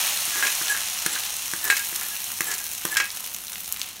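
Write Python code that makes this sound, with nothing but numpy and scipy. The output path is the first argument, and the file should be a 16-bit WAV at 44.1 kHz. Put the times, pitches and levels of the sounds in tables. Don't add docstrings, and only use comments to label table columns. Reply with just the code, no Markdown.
import sys
import numpy as np
from scipy import signal
from scipy.fft import rfft, irfft
from scipy.io import wavfile
from scipy.ndimage import uniform_filter1d

SR = 44100
rng = np.random.default_rng(int(sys.argv[2]) if len(sys.argv) > 2 else 0)


def output_pcm(signal):
    pcm = np.clip(np.atleast_2d(signal).T, -1, 1) * 32767
    wavfile.write(sys.argv[1], SR, np.round(pcm).astype(np.int16))


N = 176400

# time_s, top_db, treble_db, middle_db
SIZZLE_FADE = [(0.0, -26.5, -30, -29), (0.26, -30.5, -30, -33.5), (0.58, -29, -30, -32.5),
               (0.78, -33, -32, -35), (0.9, -35.5, -32, -36.5), (1.18, -32.5, -34, -34.5),
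               (1.36, -34.5, -34.5, -38.5), (1.49, -34, -34.5, -39), (1.84, -30.5, -36.5, -39),
               (2.09, -31, -37, -39), (2.72, -35, -38, -43), (2.94, -34.5, -41.5, -39.5),
               (3.11, -38, -41, -43), (3.68, -36, -45, -45.5), (3.85, -40.5, -43.5, -43),
               (4.0, -45, -43.5, -48)]
# frequency_hz, level_db
SIZZLE_TONE = [(100, -68), (250, -21), (450, -16), (750, -6.5), (1200, -6), (1600, -6.5), (2200, -4),
               (2850, 0), (3500, -2), (4100, 0), (5400, 0), (6200, 3), (8400, -0.5), (9700, 1.5),
               (12000, -2.5), (15500, -5)]


def sizzle(t):
    centres_hz = 700 * 2 ** np.arange(0, 4.6, .5)
    fizz = unit(sum(resonate(clicks(per_s=2500, spread_db=2.5), hz, hz / 2) for hz in centres_hz))
    spits = unit(sum(resonate(scatter(clicks(per_s=70, spread_db=4.5), t60_s=.011), hz, hz / 2)
                     for hz in centres_hz))
    crackle = clicks(per_s=600, spread_db=5.5) + undb(-.5) * spits
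    crackle_gain = undb(-7 + 2.8 * t)
    bursts = (fizz + crackle_gain * crackle) / np.hypot(1, crackle_gain)
    oil = colour(bursts + undb(-3) * scatter(bursts, t60_s=.014), SIZZLE_TONE)
    middle = signal.sosfiltfilt(butter(2, hz=4970), oil)
    below_top = signal.sosfiltfilt(butter(2, hz=10380), oil)
    bands, trims_db = (oil - below_top, below_top - middle, middle), (-.5, -2.5, 1.5)
    times, *fades_db = np.array(SIZZLE_FADE).T
    return sum(unit(band) * undb(trim_db + np.interp(t, times, fade_db))
               for band, trim_db, fade_db in zip(bands, trims_db, fades_db))


# start_s, level_db, centre_hz
OIL_POPS = [(.254, 0, 10100), (.552, -1, 8000), (.683, 0, 3840), (1.367, -3, 8000), (1.643, 1, 13000),
            (1.652, 0.5, 13500), (1.961, -0.5, 7440), (3.104, -5, 5030), (3.165, -9, 11000),
            (3.179, -15, 8000), (3.254, -9.5, 7050), (3.347, -3.5, 7040), (3.532, -6.5, 6900),
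            (3.557, -7.5, 2670), (3.7245, 4, 11500), (3.763, -8.5, 2800), (3.795, -7, 8000),
            (3.816, 2, 4470)]


def pops():
    out = np.zeros(N)
    for start, db, hz in OIL_POPS:
        snap = resonate(burst(t60_s=.0016) + undb(-3) * burst(t60_s=.014), hz, hz * .47)
        add(out, start, undb(db) * snap / np.linalg.norm(snap))
    return out


# start_s, thud_db, click_db
LADLE_KNOCKS = [(0.278, -11, -27), (0.614, -7.5, -22), (1.063, 0, 7), (1.536, -4.5, -3), (1.927, -11, -25),
                (2.407, -2, 6), (2.852, 2, 5)]
# pitch_hz, level_db, t60_s
BOOM_MODES = [(179.6, -34.5, 0.095), (326, -31.5, .05)]
# frequency_hz, level_db
THUD_TONE = [(60, -33), (110, -8.5), (175, -5), (235, -3.5), (320, -2.5), (520, -6), (800, -9.5),
             (1000, -2), (1300, -1.5), (1750, 3.5), (2050, 3.5), (2400, -16.5), (4000, -12), (9000, -58)]
# frequency_hz, level_db
CLICK_TONE = [(500, -31), (1800, 4.5), (3300, -1.5), (4600, -9), (5800, 5.5), (8800, 5), (12000, 0),
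              (16000, -6)]


def knocks(t):
    thuds, ticks, boom = np.zeros((3, N))
    age = t[:SR // 2]
    ring = sum(undb(db) * decay(age, t60) * np.cos(2 * np.pi * hz * age) for hz, db, t60 in BOOM_MODES)
    for start, thud_db, click_db in LADLE_KNOCKS:
        tail = signal.sosfilt(butter(3, hz=650, kind="high"), burst(t60_s=.044))
        push = np.r_[1, undb(1) * tail]
        add(thuds, start, undb(thud_db) * push / np.linalg.norm(push))
        add(boom, start, undb(thud_db) * ring)
        add(ticks, start, undb(click_db) * burst(t60_s=.013))
    return colour(thuds, THUD_TONE) + boom + colour(ticks, CLICK_TONE)


# start_s, ring_db, clash_db, tilt_db_per_octave
LADLE_CLINKS = [(0.4253, -17, 5.5, -7.5), (0.469, -25, 5, 0.5), (0.748, -27, -2, -12),
                (.772, -36, -5.5, -13), (1.159, -33, -3.5, -17), (1.701, -12, 11.5, -1.5),
                (1.725, -15.5, -5, -11), (1.768, -30, 6, 2.5), (1.798, -28, -12, -5), (2.016, -53, -6, -15),
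                (2.515, -29, 0.5, 2.5), (2.539, -45, 0.5, 5), (2.598, -34.5, -11, -19),
                (2.657, -39, -18, -1), (2.959, -19, -7, -8), (2.9694, -22, 11, 1), (3.0004, -15, 10, -5.5)]
# pitch_hz, level_db, t60_s
RING_MODES = [(1365, -27, 0.14), (1650, -29, 0.047), (1629, -0.5, 0.12), (1984, -21.5, 0.42),
              (2194, -18.5, 0.13), (2270, -23, 0.48), (2570, -12, 0.19), (3265, -18, 0.11),
              (3960, -11.5, 0.12), (4500, -14, .06), (7340, -9.5, 0.17)]
# frequency_hz, level_db
CLASH_TONE = [(60, -45), (150, -39), (330, -15), (500, -22.5), (800, -13.5), (1200, -8.5), (1600, 0.5),
              (2000, 2.5), (2600, -0.5), (3600, -6.5), (5200, -3), (7200, -3.5), (10000, -10), (16000, -19)]


def clinks(t):
    out, age = np.zeros(N), t[:SR // 2]
    loudest_hz = max(RING_MODES, key=lambda mode: mode[1])[0]
    for start, ring_db, clash_db, tilt_db in LADLE_CLINKS:
        ring = np.zeros(len(age))
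        for hz, db, t60 in RING_MODES:
            gain = undb(db + tilt_db * np.log2(hz / loudest_hz))
            detuned_hz = hz * (1 + .0043 * rng.standard_normal())
            ring += gain * decay(age, t60) * np.sin(2 * np.pi * detuned_hz * age)
        clash = burst(t60_s=.031) + undb(-3.5) * burst(t60_s=.13)
        clash = colour(clash / np.linalg.norm(clash), CLASH_TONE, tilt_db)
        add(out, start, undb(ring_db) * ring + undb(clash_db) * clash)
    return signal.sosfilt(butter(1, hz=540, kind="high"), out)


# peak_s, rise_s, fall_s, ring_db, rasp_db, pitch_hz, squeak_db
LADLE_SCRAPES = [(.37, 0.025, 0.037, -31, -29.5, 1674, -57), (.44, .012, .025, -30, -27, 1670, -50),
                 (0.715, 0.02, 0.023, -25, -31, 1679, -24.5), (1.125, 0.01, .05, -45, -39, 1750, -26.5),
                 (1.658, 0.021, 0.056, -33, -31, 1730, -35), (2.01, 0.045, 0.056, -44, -40, 1747, -50),
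                 (2.135, 0.022, 0.022, -44, -50, 1664, -60), (2.484, .016, .045, -38, -32, 1720, -28),
                 (2.93, .014, .015, -33, -33.5, 1734, -33)]
# pitch_hz, width_hz, level_db
SQUEAK_PEAKS = [(7640, 150, -2.5), (10800, 130, -2)]
# frequency_hz, level_db
RASP_TONE = [(80, -26), (180, -11.5), (400, -2), (560, -9), (900, -2), (1300, 0.5), (1850, 3.5), (2500, -4),
             (4000, -8), (7000, -3), (16000, -11.5)]


def scrapes(t):
    out = np.zeros(N)
    for peak, rise, fall, ring_db, rasp_db, pitch_hz, squeak_db in LADLE_SCRAPES:
        slips = clicks(per_s=1200, spread_db=3.7)
        stroke = swell(t - peak, width_s=np.where(t < peak, rise, fall))
        squeak = unit(sum(undb(db) * resonate(slips, hz, width) for hz, width, db in SQUEAK_PEAKS))
        out += stroke * (undb(ring_db) * sing(slips, pitch_hz) + undb(rasp_db) * colour(slips, RASP_TONE))
        out += undb(squeak_db) * swell(t - peak, width_s=.011) * squeak
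    return out


def sing(slips, hz, wander_hz=24.8, width_hz=83):
    wander = unit(uniform_filter1d(rng.standard_normal(N), size=400))
    tone = unit(np.sin(2 * np.pi * np.cumsum(hz + wander_hz * wander) / SR))
    roughness = unit(resonate(resonate(slips, hz, width_hz), hz, width_hz))
    return unit(tone + undb(-2.5) * roughness)


def reflections(x):
    tail = np.zeros(SR)
    add(tail, start_s=.006, sound=signal.sosfilt(butter(1, hz=5000), burst(t60_s=.28)))
    return x + undb(-6.5) * signal.fftconvolve(x, tail)[:N]


# frequency_hz, level_db
ROOM_TONE = [(20, -4), (40, -8.5), (65, 5.5), (80, 1), (100, 5.5), (135, -8.5), (185, 4.5), (260, -1.5),
             (430, -5.5), (700, -13), (2000, -18)]


def background():
    return undb(-53.5) * unit(colour(rng.standard_normal(N), ROOM_TONE))


def undb(db):
    return 10 ** (np.asarray(db) / 20)


def unit(x):
    return x / np.sqrt(np.mean(x ** 2) + 1e-20)


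def decay(age, t60_s):
    return np.exp(-np.log(1000) * age / t60_s)


def swell(offset_s, width_s):
    return np.exp(-(offset_s / width_s) ** 2 / 2)


def butter(order, hz, kind="low"):
    return signal.butter(order, hz, kind, fs=SR, output="sos")


def colour(x, points, tilt_db=0):
    hz, db = np.array(points, float).T
    octave = np.log2(np.maximum(np.fft.rfftfreq(4096, 1 / SR), 1))
    curve_db = np.interp(octave, np.log2(hz), db) + tilt_db * np.maximum(octave - np.log2(1500), 0)
    cepstrum = irfft(np.log(unit(undb(curve_db))))
    half = len(cepstrum) // 2
    folded = np.r_[cepstrum[0], 2 * cepstrum[1:half], np.zeros(half)]
    return signal.fftconvolve(x, irfft(np.exp(rfft(folded))))[:len(x)]


def resonate(x, hz, width_hz):
    hz, width_hz = min(hz, SR / 2 - 1000), min(width_hz, SR / 3)
    return signal.lfilter(*signal.iirpeak(hz, hz / width_hz, fs=SR), x)


def burst(t60_s):
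    age = np.arange(SR // 2) / SR
    noise = rng.standard_normal(len(age)) * decay(age, t60_s)
    return noise / np.linalg.norm(noise)


def clicks(per_s, spread_db):
    size = undb(spread_db * np.minimum(rng.exponential(size=N), 3.8))
    return unit((rng.random(N) < per_s / SR) * size * rng.choice([-1, 1], N))


def scatter(x, t60_s):
    feedback = np.exp(-2 * np.log(1000) / (t60_s * SR))
    power = signal.lfilter([1 - feedback], [1, -feedback], x ** 2 + 1e-18)
    return np.sqrt(power) * rng.standard_normal(N)


def add(out, start_s, sound):
    i = max(int(start_s * SR), 0)
    out[i:i + len(sound)] += sound[:len(out) - i]


def scene():
    t = np.arange(N) / SR
    rumble = background()
    cooking = sizzle(t) + pops() + knocks(t) + clinks(t) + scrapes(t)
    return (reflections(cooking) + rumble)[None]


# centre_hz, width_hz, gain_db
MICROPHONE_BANDS = [(4737, 390, -9.5), (7530, 490, -4.5), (10420, 480, -9), (12700, 360, 1.5)]


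def record(dry):
    top_hz = 15700
    for hz, width, gain_db in MICROPHONE_BANDS:
        dry = dry - (1 - undb(gain_db)) * resonate(dry, hz, width)
    return signal.sosfilt(signal.ellip(10, .2, 80, top_hz, fs=SR, output="sos"), dry)


dry = scene()
out = record(dry)
output_pcm(out)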